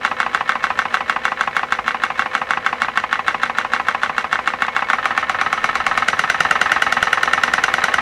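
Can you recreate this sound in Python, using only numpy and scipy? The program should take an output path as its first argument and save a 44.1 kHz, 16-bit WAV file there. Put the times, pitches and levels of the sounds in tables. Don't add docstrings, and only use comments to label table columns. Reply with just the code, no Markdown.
import sys
import numpy as np
from scipy import signal
from scipy.fft import rfft, irfft, next_fast_len
from scipy.io import wavfile
from scipy.ndimage import map_coordinates

SR = 44100
rng = np.random.default_rng(int(sys.argv[2]) if len(sys.argv) > 2 else 0)


def attenuation_scalar(level_db):
    decades = np.asarray(level_db, float) / 20
    return 10 ** decades


def persist_wave(psi):
    counts = np.round(np.clip(psi, -1, 1) * 32767).astype(np.int16)
    wavfile.write(sys.argv[1], SR, np.atleast_2d(counts).T)


N = 353241
RELEASED, FULL_SPEED = 4.92, 6.06

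# time in seconds, speed in turns a second.
BRAKED_SPEED = [
    (-.1, 6.283),
    (0, 6.283),
    (.3, 6.948),
    (1.15, 6.393),
    (2.25, 6.366),
    (2.9, 6.446),
    (4.05, 6.753),
    (4.65, 6.861),
    (4.92, 7.585),
]
# time in seconds, speed in turns a second.
FREE_SPEED = [
    (4.92, 8.03),
    (5.62, 8.836),
    (6.57, 9.626),
    (8.02, 9.986),
]
PACES = 6.9, 7.6, 8.3, 9.3, 9.75
# frequency in Hz, level in dB per Hz.
RATTLE = [(180, -34), (300, -17), (900, -4.5), (1190, 1.5), (1700, -5), (2140, -3.5), (3400, -18),
          (16000, -64)]


def along(points, hz):
    f, db = np.transpose(points)
    return np.interp(np.log(hz + 1), np.log(f + 1), db)


def filtered(x, response):
    size = next_fast_len(len(x) + SR // 2)
    spectrum = rfft(x, size) * response(np.fft.rfftfreq(size, 1 / SR))
    return irfft(spectrum, size)[:len(x)]


def noise(spectrum, size=N):
    x = filtered(rng.standard_normal(size), lambda hz: attenuation_scalar(along(spectrum, hz)))
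    return x / np.std(x)


def resonant(modes, order=1, sign=-1):
    def response(f):
        total = 0
        for k, (centre, width, db) in enumerate(modes):
            damping = 1j * f * width
            total = total + sign ** k * attenuation_scalar(db) * (damping / (centre * centre - f * f + damping)) ** order
        return total
    return response


def train(s, db):
    at = np.round(np.asarray(s) * SR).astype(int)
    inside = (at >= 0) * (at < N)
    return np.bincount(np.clip(at, 0, N - 1), attenuation_scalar(db) * inside, N)


def swell(pulses, rise, t60):
    t = np.arange(SR // 4) / SR
    return signal.fftconvolve(pulses, (1 - np.exp(-t / rise)) * attenuation_scalar(-60 * t / t60))[:N]


def wander(size, rate):
    return map_coordinates(rng.standard_normal(size), [np.arange(N) * rate / SR])


def paced(s, values):
    speed = np.interp(s, *np.transpose(BRAKED_SPEED + FREE_SPEED))
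    return np.interp(speed, PACES, values)


def knocks(angle, delay_ms, scatter_db, *db):
    start_turns = -.953, 32.8842
    slack = 1, 1, 2, 1.6, 1.4
    luck = rng.standard_normal(70)
    rows = []
    for run, start in zip((BRAKED_SPEED, FREE_SPEED), start_turns):
        t = np.arange(run[0][0], run[-1][0], 1 / SR)
        turns = start + np.cumsum(np.interp(t, *np.transpose(run))) / SR
        turn = np.arange(np.ceil(turns[0] - angle), turns[-1] - angle)
        rows.append([np.interp(turn + angle, turns, t) + delay_ms / 1000, turn])
    s, turn = np.hstack(rows)
    scatter = scatter_db * paced(s, slack) * luck[turn.astype(int)]
    return s, paced(s, db) + scatter, turn


def burner():
    # frequency in Hz, level in dB per Hz.
    flame = [(70, -34), (229, -5.5), (650, 5.5), (850, -10.5), (2100, -12.5), (3000, -13), (6020, -19),
             (16000, -40.5)]
    flame_db = -51, -50, -50, -47.5, -46
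    flutter_db = wander(200, rate=12)
    return attenuation_scalar(paced(np.arange(N) / SR, flame_db) + 9 + flutter_db) * noise(flame)


def flue():
    # frequency in Hz, level in dB.
    tones = [
        (475.2, -52.5),
        (514.5, -47),
    ]
    t = np.arange(N) / SR
    sound = np.zeros(N)
    for hz, db in tones:
        loudness = attenuation_scalar(db + 3 + 2.5 * wander(100, rate=5.5))
        sound += loudness * np.sin(2 * np.pi * hz * t + .7 * wander(100, rate=4.5))
    return sound


def bench(hit):
    # frequency in Hz, width in Hz, level in dB.
    bench_modes = [(57.5, 19.6, -4), (90, 44, -4), (154.4, 18.7, -1.5), (238, 23.6, 1.5)]
    drone_db = -45.5, -49, -43.5, -42.5, -43.5
    t = np.arange(N) / SR
    head_s, head_db, _ = hit['head']
    crank_s, crank_db, _ = hit['crank']
    jolts = train(head_s, head_db) - attenuation_scalar(8.5) * train(crank_s, crank_db)
    force = rng.standard_normal(N) + attenuation_scalar(-3.5) * jolts / np.std(jolts)
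    drone = filtered(force, resonant(bench_modes))
    drone = filtered(drone, lambda hz: 1j * hz / (1j * hz + 6.3))
    sway_db = -59 + 17 * np.exp(-((paced(t, PACES) - 9) / .28) ** 2)
    sway = filtered(rng.standard_normal(N), lambda hz: np.exp(-((hz - 26) / 9) ** 2))
    drone *= attenuation_scalar(paced(t, drone_db) + 1.5) / np.std(drone)
    return drone + attenuation_scalar(sway_db - 7) * sway / np.std(sway)


def frame(column):
    # frequency in Hz, time to die by 60 dB in seconds, dB from the head, dB
    ringing_modes = [(491, 0.99, 3, 5), (743, 0.073, -5.5, 3.5), (792.7, 0.077, -1, 5), (865, 0.12, -8.5, -4),
                     (1016, 0.13, -16.5, 2), (1075, 0.068, -11.5, -5.5), (1111, 0.071, -0.5, -5),
                     (1194, 0.11, -33, -32), (1298.4, 0.064, -3.5, 10), (1450, 0.13, -15, -18),
                     (1550, 0.04, 0.5, 8), (1810, 0.2, 4, -19), (1813, 0.54, -4, 2),
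                     (1960, 0.44, -8, -29), (1960, 0.4, 6.5, -18), (2120, 0.073, 9, -7),
                   (2201, 0.097, 15.5, 0), (2378, 0.062, 16, -11), (2490, 0.061, -20, 6),
                   (2762, 0.075, 11, -6), (2940, 0.034, 7.5, -1), (3195, 0.054, 5.5, -19),
                   (3504, 0.025, 3.5, -34), (3960, 0.016, 11, -6)]
    modes = []
    for mode in ringing_modes:
        width = np.log(1000) / np.pi / mode[1]
        modes.append((mode[0], width, mode[column]))
    return resonant(modes, sign=0.98)


def exhaust(hit):
    # frequency in Hz, level in dB per Hz.
    steam_colour = [(180, -25), (300, -20), (701, -2), (2210, -6.5), (4520, -15.5), (7690, -22),
                    (14500, -50), (16000, -77)]
    puff_db = -27.5, -27.5, -29.5, -25.5, -25.5
    opens = hit['valve'][0]
    returns = np.maximum(hit['crank'][0], 0)
    puff = swell(train(opens, paced(opens, puff_db)), rise=0.029, t60=0.18)
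    back = swell(train(returns, paced(returns, puff_db) - 4), rise=0.027, t60=0.25)
    sputter = attenuation_scalar(3.9 * wander(2100, rate=250))
    steam = sputter * (attenuation_scalar(6.5) * puff * noise(steam_colour) + attenuation_scalar(4.5) * back * noise(RATTLE))
    return steam + attenuation_scalar(0.5) * filtered(steam, frame(column=2))


def clicks(hit):
    # frequency in Hz, level in dB per Hz.
    metal = [(2000, -6.5), (3400, 2.5), (4430, -7.5), (6460, -7), (8000, -14), (9050, -15.5),
             (13000, -24.5), (16000, -42)]
    # frequency in Hz, width in Hz, level in dB.
    pipe = [(4260, 520, -9), (4840, 250, -1), (5940, 290, 4.5), (7300, 320, -44), (8850, 1600, -6.5),
            (10400, 900, -4)]
    crack_db = -26, -31.5, -23.5, -17, -17
    s = hit['head'][0]
    db = paced(s, crack_db) + rng.standard_normal(len(s))
    cracks = train(s - .0028, db)
    head = swell(cracks, rise=0.00037, t60=0.024)
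    s, db, _ = hit['crank']
    crank = swell(train(s - .002, db - 37.5), rise=0.00036, t60=0.0064)
    s, db, _ = hit['valve']
    valve = swell(train(s - .001, db - 19), rise=0.00035, t60=0.012)
    ringing = filtered(noise(metal), resonant(pipe))
    tail = attenuation_scalar(-18.5) * swell(cracks, rise=0.00095, t60=0.26) * ringing / np.std(ringing)
    return attenuation_scalar(3) * (head + crank + valve) * noise(metal) + tail


def blows(s, db, lag_ms, rebound_db):
    late, hard = rng.standard_normal((len(s), 2)).T
    again = s + lag_ms * (1 + .025 * late) / 1000
    return train(s, db) + train(again, db + rebound_db + 1.5 * hard)


def strike(pulses, thud, column, contact_ms, spread_ms, ring_db, room_db, room_t60):
    def even(x):
        return x / np.linalg.norm(x[:SR // 80])

    t = np.arange(SR // 3) / SR
    push = np.sin(np.pi * np.clip(1000 * t / contact_ms, 0, 1)) ** 2
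    push = filtered(push, lambda hz: np.exp(-4j * np.pi * spread_ms * np.sqrt(hz / 1000)))
    body = filtered(push, resonant(thud, order=2))
    tail = noise(RATTLE, size=len(t)) * (1 - np.exp(-t / 0.00077)) * attenuation_scalar(-60 * t / room_t60)
    sound = even(body + attenuation_scalar(ring_db) * filtered(body, frame(column))) + attenuation_scalar(room_db) * even(tail)
    travel = round(spread_ms * SR / 1200)
    fresh = attenuation_scalar(room_db + 3) * swell(pulses, 0.0035, room_t60) * noise(RATTLE) / np.sqrt(SR // 80)
    return signal.fftconvolve(pulses, sound)[travel:N + travel] + fresh


def valve_gear(hit):
    # frequency in Hz, width in Hz, level in dB.
    tick_thud = [(890, 690, -6), (1260, 440, 7), (1800, 117, 9.5), (2560, 420, -11.5), (3730, 1000, 0.5)]
    s, db, _ = np.hstack([hit['late'], hit['valve']])
    ticks = blows(s - .0011, db, lag_ms=1.214, rebound_db=-7.5)
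    return attenuation_scalar(15) * strike(ticks, tick_thud, column=2, contact_ms=.4, spread_ms=.9,
                            ring_db=4.5, room_db=-2, room_t60=0.12)


def rebound(s, column):
    # head lag in ms, head level in dB, crank lag in ms, crank level in dB.
    rebounds = [
        (3.621, -9, 3.43, -10),
        (3.384, -7.5, 2.98, -15),
        (2.063, -5, 2.515, -13.5),
    ]
    return np.transpose(rebounds)[column][np.searchsorted([RELEASED, FULL_SPEED], s)]


def rod(hit):
    # frequency in Hz, width in Hz, level in dB.
    braked_head = [(226, 110, -11.5), (776, 140, -26), (1060, 53, -19), (1423, 1150, 6), (1830, 956, 2.5),
                   (2200, 410, -42), (2723, 130, -8.5), (3410, 420, -1)]
    loose_head = [(224, 100, -12.5), (762, 140, 2), (1037, 85, 2.5), (1250, 440, 5), (2070, 1600, -5),
                  (2730, 770, -18), (3700, 400, -23)]
    racing_head = [(190, 75, -6), (720, 114, 0.5), (1405, 350, 3), (1890, 490, -1), (2870, 340, -8),
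                   (3940, 290, -33)]
    braked_crank = [(220, 440, -14), (833, 440, -4), (1060, 230, 3), (1237, 190, 3), (1725, 330, -2.5),
                    (2200, 120, 0), (2480, 450, -1), (2940, 180, -16)]
    free_crank = [(191, 100, -23), (842, 360, -4.5), (1216, 260, 7.5), (1838, 250, 7), (2240, 120, 4.5),
                  (2980, 290, -4.5), (3920, 340, -5)]
    # time in seconds, dB added on even turns and
    pin_swing = [
        (0, -2),
        (.6, -2),
        (.95, 2.8),
        (3.0, 3.2),
        (3.4, -0.5),
        (4.1, 1.2),
        (4.45, 4),
        (4.8, -2.5),
    ]
    t = np.arange(N) / SR
    braked, racing = t < RELEASED, t > FULL_SPEED
    loose = ~(braked | racing)

    s, db, _ = hit['head']
    head = blows(s - .0013, db, rebound(s, column=0), rebound(s, column=1))
    head += train(s - .0028, db - 14)
    s, db, turn = np.compress(hit['pin'][0] < RELEASED, hit['pin'], axis=1)
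    db = db + (-1) ** turn * np.interp(s, *np.transpose(pin_swing))
    head += train(s - .0012, db - 9)
    s, db, _ = hit['crank']
    crank = blows(s - .0019, db, rebound(s, column=2), rebound(s, column=3))
    crank += train(s - .003, db - 4.5)

    sound = attenuation_scalar(19.5) * strike(head * braked, braked_head, column=2, contact_ms=0.38, spread_ms=.8,
                               ring_db=4.5, room_db=-15.5, room_t60=0.17)
    sound += attenuation_scalar(20.5) * strike(head * loose, loose_head, column=2, contact_ms=0.34, spread_ms=1.18,
                                ring_db=-1, room_db=-16.5, room_t60=0.27)
    sound += attenuation_scalar(20.5) * strike(head * racing, racing_head, column=2, contact_ms=0.31, spread_ms=.8,
                                ring_db=2.5, room_db=-15.5, room_t60=0.16)
    sound += attenuation_scalar(16.5) * strike(crank * braked, braked_crank, column=3, contact_ms=0.49, spread_ms=1.674,
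                                ring_db=7.5, room_db=-5.5, room_t60=0.05)
    sound += attenuation_scalar(18.5) * strike(crank * ~braked, free_crank, column=3, contact_ms=0.27, spread_ms=2.47,
                                ring_db=13, room_db=-9.5, room_t60=0.098)
    return sound


def nook(x):
    # frequency in Hz, width in Hz, level in dB.
    nulls = [(690, 60, -5), (970, 60, -5), (1165, 55, -13), (2085, 60, -7), (2400, 120, -10)]

    def response(f):
        total = 1
        for centre, width, db in nulls:
            stiffness, damping = centre * centre - f * f, 1j * f * width
            total = total * (stiffness + damping * attenuation_scalar(db)) / (stiffness + damping)
        return total
    return filtered(x, response)


def scene():
    # crank angle in turns, delay in ms, scatter in dB.
    knock_angles = dict(head=(0, 0, .5), crank=(.396, 3.6, .7), pin=(0, 27.4, 1), late=(-.268, 4.5, 1.4),
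                    valve=(-.143, 4.5, 1.5))
    force_db = dict(head=(-4, -4.5, -5, -6, -5), crank=(-7, -7, -7, -5.5, -4), pin=(-4.5, -4, -3, -7, -7),
                late=(-20.7, -22, -17, -17.5, -15), valve=(-17.5, -16, -17.5, -21.5, -23))
    hit = {name: knocks(*row, *force_db[name]) for name, row in knock_angles.items()}
    background = burner() + flue() + bench(hit)
    engine = exhaust(hit) + clicks(hit) + valve_gear(hit) + rod(hit)
    return (background + nook(engine))[None]


def band_limit(x):
    return signal.sosfilt(signal.butter(12, 16440, fs=SR, output="sos"), x)


def record(dry):
    clipped = np.clip(dry[0], -1, 1)
    mix = filtered(clipped, lambda hz: 1 / (1 + (hz / 15700) ** 40))
    return band_limit(mix[None])


dry = scene()
out = record(dry)
persist_wave(out)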